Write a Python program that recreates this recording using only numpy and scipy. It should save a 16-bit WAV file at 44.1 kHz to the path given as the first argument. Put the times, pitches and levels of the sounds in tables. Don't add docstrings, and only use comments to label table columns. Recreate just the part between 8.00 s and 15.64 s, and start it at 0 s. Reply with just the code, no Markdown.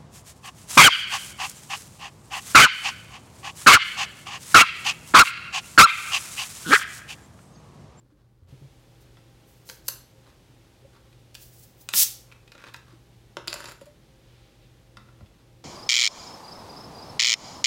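import sys
import numpy as np
from scipy import signal
from scipy.fft import rfft, irfft
from scipy.io import wavfile
from scipy.ndimage import uniform_filter1d

SR = 44100
rng = np.random.default_rng(int(sys.argv[2]) if len(sys.argv) > 2 else 0)


def pcm_store(signal):
    levels = np.round(np.clip(np.atleast_2d(signal), -1, 1) * 32767)
    wavfile.write(sys.argv[1], SR, levels.astype(np.int16).T)


N = 336924
TIME = np.arange(N) / SR

# [f/Hz, width/Hz, level/dB]
BOTTLE_MODES = [(299.3, 140, -4.5), (520, 130, 0.5), (980, 140, -2), (1385, 240, 0), (1830, 270, -0.5),
                (2530, 270, 2), (3725, 870, -2), (5200, 2600, -7), (8160, 3000, -12), (13020, 4400, -19.5)]


def undb(db):
    return 10 ** (np.asarray(db) / 20)


def unit(x):
    return x / np.sqrt(np.mean(x ** 2))


def curves(rows):
    s, *columns = np.transpose(rows)
    return [np.interp(TIME, s, column) for column in columns]


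def fade(t, t60):
    return np.exp(-np.log(1000) * t / t60)


def swell(middle_s, half_s):
    return np.exp(-((TIME - middle_s) / half_s) ** 2)


def add(track, s, sound):
    i = int(s * SR)
    track[i:i + len(sound)] += sound[:N - i]


def noise(colour):
    hz, db = np.transpose(colour)
    f = np.fft.rfftfreq(N, 1 / SR) + 1
    gain = undb(np.interp(np.log(f), np.log(hz), db))
    return unit(irfft(rfft(rng.standard_normal(N)) * gain, N))


def walk(rate):
    k = max(int(SR / rate), 1)
    steps = np.repeat(rng.standard_normal(N // k + 1), k)
    return unit(uniform_filter1d(steps, k)[:N])


def lowpass(x, hz, order=2):
    return signal.sosfilt(signal.butter(order, min(hz, SR / 2 - 1), fs=SR, output="sos"), x)


def highpass(x, hz, order=2):
    return signal.sosfilt(signal.butter(order, hz, "high", fs=SR, output="sos"), x)


def resonance(f, hz, width):
    return 1 / (1 + 1j * (f * f - hz * hz) / (f * width))


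def strike(events, modes, spike, favour, edge, crunch_s, halving_db, size=8192):
    t, f = np.arange(size) / SR, np.fft.rfftfreq(size, 1 / SR) + 1
    body = sum((-1) ** k * undb(db) * resonance(f, hz, width) for k, (hz, width, db) in enumerate(modes))
    track = np.zeros(N)
    for s, db, tilt_db, spot_hz in events:
        length = crunch_s * 2 ** (-(db + 40) / halving_db)
        push = rng.standard_normal(size) * fade(t, length)
        push /= np.linalg.norm(push)
        push[0] += spike
        hardness = undb(tilt_db * np.log2(np.hypot(f, 700)))
        spot = 1 + favour * resonance(f, spot_hz, .5 * spot_hz)
        blow = irfft(rfft(push) * body * hardness * spot)[:size // 2]
        blow = lowpass(blow, edge * spot_hz)
        strength = np.sqrt(np.sum(blow ** 2) / (SR / 200))
        add(track, s, blow * undb(db) / strength)
    return track


def patter(run, scatter_db, count, spread_octaves=1.12):
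    start_s, end_s, first_db, last_db, tilt_db, spot_hz = run
    chance = rng.random((count, 3))
    progress = (np.arange(count) + chance[:, 0]) / count
    touches = []
    for p, (_, force, place) in zip(progress, chance):
        s = start_s + p * (end_s - start_s)
        db = first_db + p * (last_db - first_db) + scatter_db * (force - .5)
        touches.append((s, db, tilt_db, spot_hz * 2 ** (spread_octaves * (place - .5))))
    return touches


def background(air_db=-57, waver_db=3.0, drift_rad=1.0):
    # [f/Hz, level/dB]
    air_colour = [(18, -38), (30, -4), (55, -2), (90, -7.5), (124, -4), (204, -12.5), (328, -13.5),
                  (437, -16), (512, -16.5), (760, -24), (822, -23), (1160, -28), (3400, -28.5),
                  (12000, -40), (16000, -45)]
    # [f/Hz, level/dB]
    hum_notes = [(48, -68.5), (119.6, -60.5), (335, -73), (400, -80.5), (530, -76.5), (800, -78.5)]
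    # [t/s, level/dB, extra treble/dB]
    air_level = [(0, -3, -14.5), (.47, -4.5, -11), (.488, 0.5, 2), (2.6, 0, 2), (7.64, 0, -0.1)]
    level_db, treble_db = curves(air_level)
    both = noise(air_colour) * undb(air_db)
    for hz, db in hum_notes:
        strength = np.sqrt(2) * undb(db + waver_db * walk(9))
        both = both + strength * np.sin(2 * np.pi * hz * TIME + drift_rad * walk(9.8))
    low = lowpass(both, 500, order=1)
    return undb(level_db) * (low + undb(treble_db) * (both - low))


def rubbing(grain_db=4, grip_db=3, holding_db=-79):
    # [middle t/s, level/dB, half length/s]
    strokes = [(2.28, -63.5, .05), (2.947, -66.5, 0.031), (4.306, -64.5, 0.046), (4.65, -56.5, .07),
               (4.9, -64, 0.055), (7.13, -69.5, 0.09), (7.38, -66.5, 0.036)]
    # [f/Hz, level/dB]
    rub_colour = [(150, -20.5), (350, 0), (750, -9.5), (1100, 4), (2500, -11), (4000, -8), (8000, -19),
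                  (16000, -30.5)]
    # [f/Hz, level/dB]
    cloth_colour = [(800, -11), (2000, -3.5), (3500, 0), (5500, -8.5), (9000, -25.5)]
    effort = undb(holding_db) + sum(undb(db) * swell(s, half_s) for s, db, half_s in strokes)
    fingers = effort * unit(noise(rub_colour) * undb(grain_db * walk(600) + grip_db * walk(45)))
    sleeve = undb(-67.5 + 2 * walk(24.95)) * swell(6.4, 0.34) * noise(cloth_colour)
    return fingers + sleeve


def low_notes(rise_s=0.0026, thud_db=-13, thud_hz=330, thud_t60=.12):
    # [t/s, level/dB, f/Hz, t60/s]
    notes = [(.12, -52, 301, 0.16), (.417, -45, 87.4, 0.32), (.523, -33, 132, 0.12),
             (.615, -35.5, 137, 0.24), (2.847, -42.5, 550, 0.083), (3.938, -38.5, 185, 0.095),
             (4.93, -40.5, 332, 0.11), (5.482, -42.5, 346, 0.23), (5.814, -33, 554, 0.07),
             (5.866, -43, 589, 0.21), (6.973, -52.5, 205, 0.66), (7.211, -45.5, 205, 0.205),
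             (7.222, -34, 91.4, 0.11)]
    track, t = np.zeros(N), np.arange(SR // 2) / SR
    for s, db, hz, t60 in notes:
        note = np.sin(2 * np.pi * hz * t) * fade(t, t60)
        dull = unit(lowpass(rng.standard_normal(len(t)), thud_hz, order=4))
        thud = undb(thud_db) * dull * fade(t, thud_t60)
        add(track, s, undb(db) * (note + thud) * (1 - np.exp(-t / rise_s)))
    return track


def gas(sputter_db=1.0, flutter_db=2.0, sizzle_hz=15400, sizzle_rate=2400, lowest_hz=380):
    # [start t/s, hiss level/dB, attack/s, t60/s, sizzle above hiss/dB]
    leaks = [(1.0, -61, .02, .09, -25), (1.43, -65, .075, 0.99, -25), (1.648, -50.5, .052, 0.28, -25),
             (1.84, -48.5, .045, .13, -25), (3.35, -52.3, 0.0757, .9, -13), (3.54, -62, .1, 0.24, -4.5),
             (3.765, -59.5, 0.055, 0.23, -2)]
    # [f/Hz, level/dB]
    jet_colour = [(150, -29.5), (500, -24.5), (800, -29.5), (1600, -20.5), (2500, -11), (3500, -6.5),
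                  (5500, 1), (7800, -1), (10000, -1), (14000, 1.5), (16000, -0.5)]
    leak, sizzle = 0, 0
    for s, db, attack_s, t60, sizzle_db in leaks:
        attack = np.clip((TIME - s) / attack_s, 0, 1)
        puff = undb(db) * attack * fade(np.maximum(TIME - s - attack_s, 0), t60)
        leak = leak + puff
        sizzle = sizzle + undb(sizzle_db) * puff
    flow = leak * undb(flutter_db * walk(68)) + rush()
    jet = noise(jet_colour) * flow * undb(sputter_db * walk(1500))
    jet = highpass(jet, lowest_hz)
    whistle = unit(walk(sizzle_rate) * np.sin(2 * np.pi * sizzle_hz * TIME))
    return jet + sizzle * whistle


def taps():
    # [t/s, level/dB, tilt/(dB per octave), favoured f/Hz]
    tap_blows = [(1.17, -52, -2, 1400), (6.97, -41.5, 1, 1330), (6.982, -52, -2, 1250),
                 (7.003, -56, -4, 2000), (7.087, -53.5, -5, 1330), (7.208, -50.5, -3.5, 646),
                 (7.26, -58.5, -1, 3500)]
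    # [f/Hz, width/Hz, level/dB]
    wall = [(520, 140, -3), (726, 75, -2.5), (1010, 84, 0.5), (1340, 95, 3), (1972, 210, -2.5),
            (2630, 130, 0.5), (3490, 270, -0.5), (5080, 1200, -9.5), (9990, 4000, -23.5)]
    return strike(tap_blows, wall, spike=0.77, favour=2.0, edge=11, crunch_s=.021, halving_db=13)


def seal_cracks():
    # [t/s, level/dB, tilt/(dB per octave), favoured f/Hz]
    cracks = [(1.6902, -40, -2, 4500), (1.6975, -36.5, -0.8, 2800), (1.8817, -25.5, 2, 6200),
              (1.8848, -23.5, 0.8, 4800)]
    # [f/Hz, width/Hz, level/dB]
    seal = [(508, 56, 0), (970, 130, 0), (1470, 210, 0), (1850, 370, -1.5), (2980, 2000, -7.5),
            (4150, 480, 3.5), (5640, 1500, -1), (7140, 1650, 2), (9300, 2900, -0.5), (11600, 1900, 5),
            (15100, 2800, 1.5)]
    return strike(cracks, seal, spike=0.35, favour=0.94, edge=2.43, crunch_s=0.014, halving_db=60)


def bottle_snaps():
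    # [t/s, level/dB, tilt/(dB per octave), favoured f/Hz]
    snaps = [(3.128, -58, 1.5, 3500), (3.3445, -49, 7, 2800), (3.351, -38.5, 4.5, 2830),
             (3.3535, -50, 3.5, 5200), (3.889, -29.5, 1.8, 8030), (4.316, -51, -1.5, 2480),
             (4.322, -46.5, -1, 2520), (4.477, -52, -0.5, 3800), (4.519, -45, 0.5, 2470),
             (4.551, -45.5, -3, 994), (4.639, -44, -2, 2300), (4.7395, -48, 6.5, 3600),
             (4.7435, -36.5, -1.3, 1100), (4.763, -51.5, 8, 1300)]
    # [start t/s, end t/s, first level/dB, last level/dB,
    # tilt/(dB per octave), favoured f/Hz]
    thread_slips = (4.57, 4.7, -52.5, -47.5, -2.6, 2100)
    slips = patter(thread_slips, scatter_db=11, count=9)
    return strike(snaps + slips, BOTTLE_MODES, spike=0.7, favour=1.1, edge=9, crunch_s=.019, halving_db=20)


def rush(start_s=3.928, attack_s=.06, hold_s=0.044, t60=0.057, db=-17, trail_db=-26, trail_t60=0.29):
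    t = TIME - start_s
    attack = np.clip(t / attack_s, 0, 1)
    shut = np.maximum(t - attack_s - hold_s, 0)
    return undb(db) * attack * (fade(shut, t60) + undb(trail_db) * fade(shut, trail_t60))


def pop():
    # [t/s, level/dB, tilt/(dB per octave), favoured f/Hz]
    pop_blow = (3.937, -22.7, 1.5, 1350)
    return strike([pop_blow], BOTTLE_MODES, spike=0.64, favour=0.98, edge=3.4, crunch_s=.015, halving_db=22)


def dropped_cap():
    # [t/s, level/dB, tilt/(dB per octave), favoured f/Hz]
    bounces = [(5.369, -29, 1, 2700), (5.4745, -33.5, -0.9, 11000), (5.48, -26, 2.5, 4960),
               (5.529, -28.5, 1, 4900), (5.5405, -33, 0, 9100), (5.559, -38.5, -4, 4800),
               (5.604, -36.5, -1.5, 7000), (5.642, -39, -3, 7500), (5.6565, -38.5, 2, 4830),
               (5.684, -41.5, -2.5, 7000), (5.812, -49, -0.5, 9000), (5.857, -53, 0, 9000)]
    # [start t/s, end t/s, first level/dB, last level/dB,
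    # tilt/(dB per octave), favoured f/Hz]
    cap_wobble = (5.5, 5.725, -46, -45.5, -0.7, 7000)
    # [f/Hz, width/Hz, level/dB]
    cap = [(148, 47, -1.5), (344, 47, 5), (584, 110, 5.5), (962, 85, 5), (1310, 390, 2), (2000, 400, -0.5),
           (2600, 340, 0.5), (3580, 870, -4), (4640, 1050, -4), (7210, 400, -4), (9450, 2700, -12.5),
           (12300, 2400, -11.5), (15000, 2200, -14.5)]
    wobble = patter(cap_wobble, scatter_db=11, count=26)
    return strike(bounces + wobble, cap, spike=0.63, favour=1.0, edge=1.66, crunch_s=0.023, halving_db=6)


def room(x, early_db=-8, early_t60=0.039, late_db=-7, low_t60=0.4, high_t60=0.26,
         split_hz=6000, high_db=-2, build_s=0.0075):
    t = np.arange(SR * 3 // 5) / SR
    early = rng.standard_normal(len(t)) * fade(t, early_t60) * (t > .0015)
    scatter = rng.standard_normal(len(t))
    low = lowpass(scatter, split_hz, order=1)
    late = low * fade(t, low_t60) + undb(high_db) * (scatter - low) * fade(t, high_t60)
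    late *= 1 - np.exp(-(t / build_s) ** 2)
    echoes = undb(early_db) * early / np.linalg.norm(early) + undb(late_db) * late / np.linalg.norm(late)
    return x + signal.fftconvolve(x, echoes)[:N]


def scene():
    hiss = gas()
    plastic = taps() + seal_cracks() + bottle_snaps() + pop() + dropped_cap()
    echoing = room(plastic + rubbing() + 0.84 * hiss)
    return (echoing + 0.39 * hiss + low_notes() + background())[None]


def record(dry, hiss_db=-82, bass_hz=38, top_hz=16000):
    hiss = undb(hiss_db) * rng.standard_normal(N)
    thin = highpass(dry + hiss, bass_hz, order=6)
    return signal.sosfilt(signal.ellip(10, .2, 70, top_hz, fs=SR, output="sos"), thin)


dry = scene()
out = record(dry)
pcm_store(out)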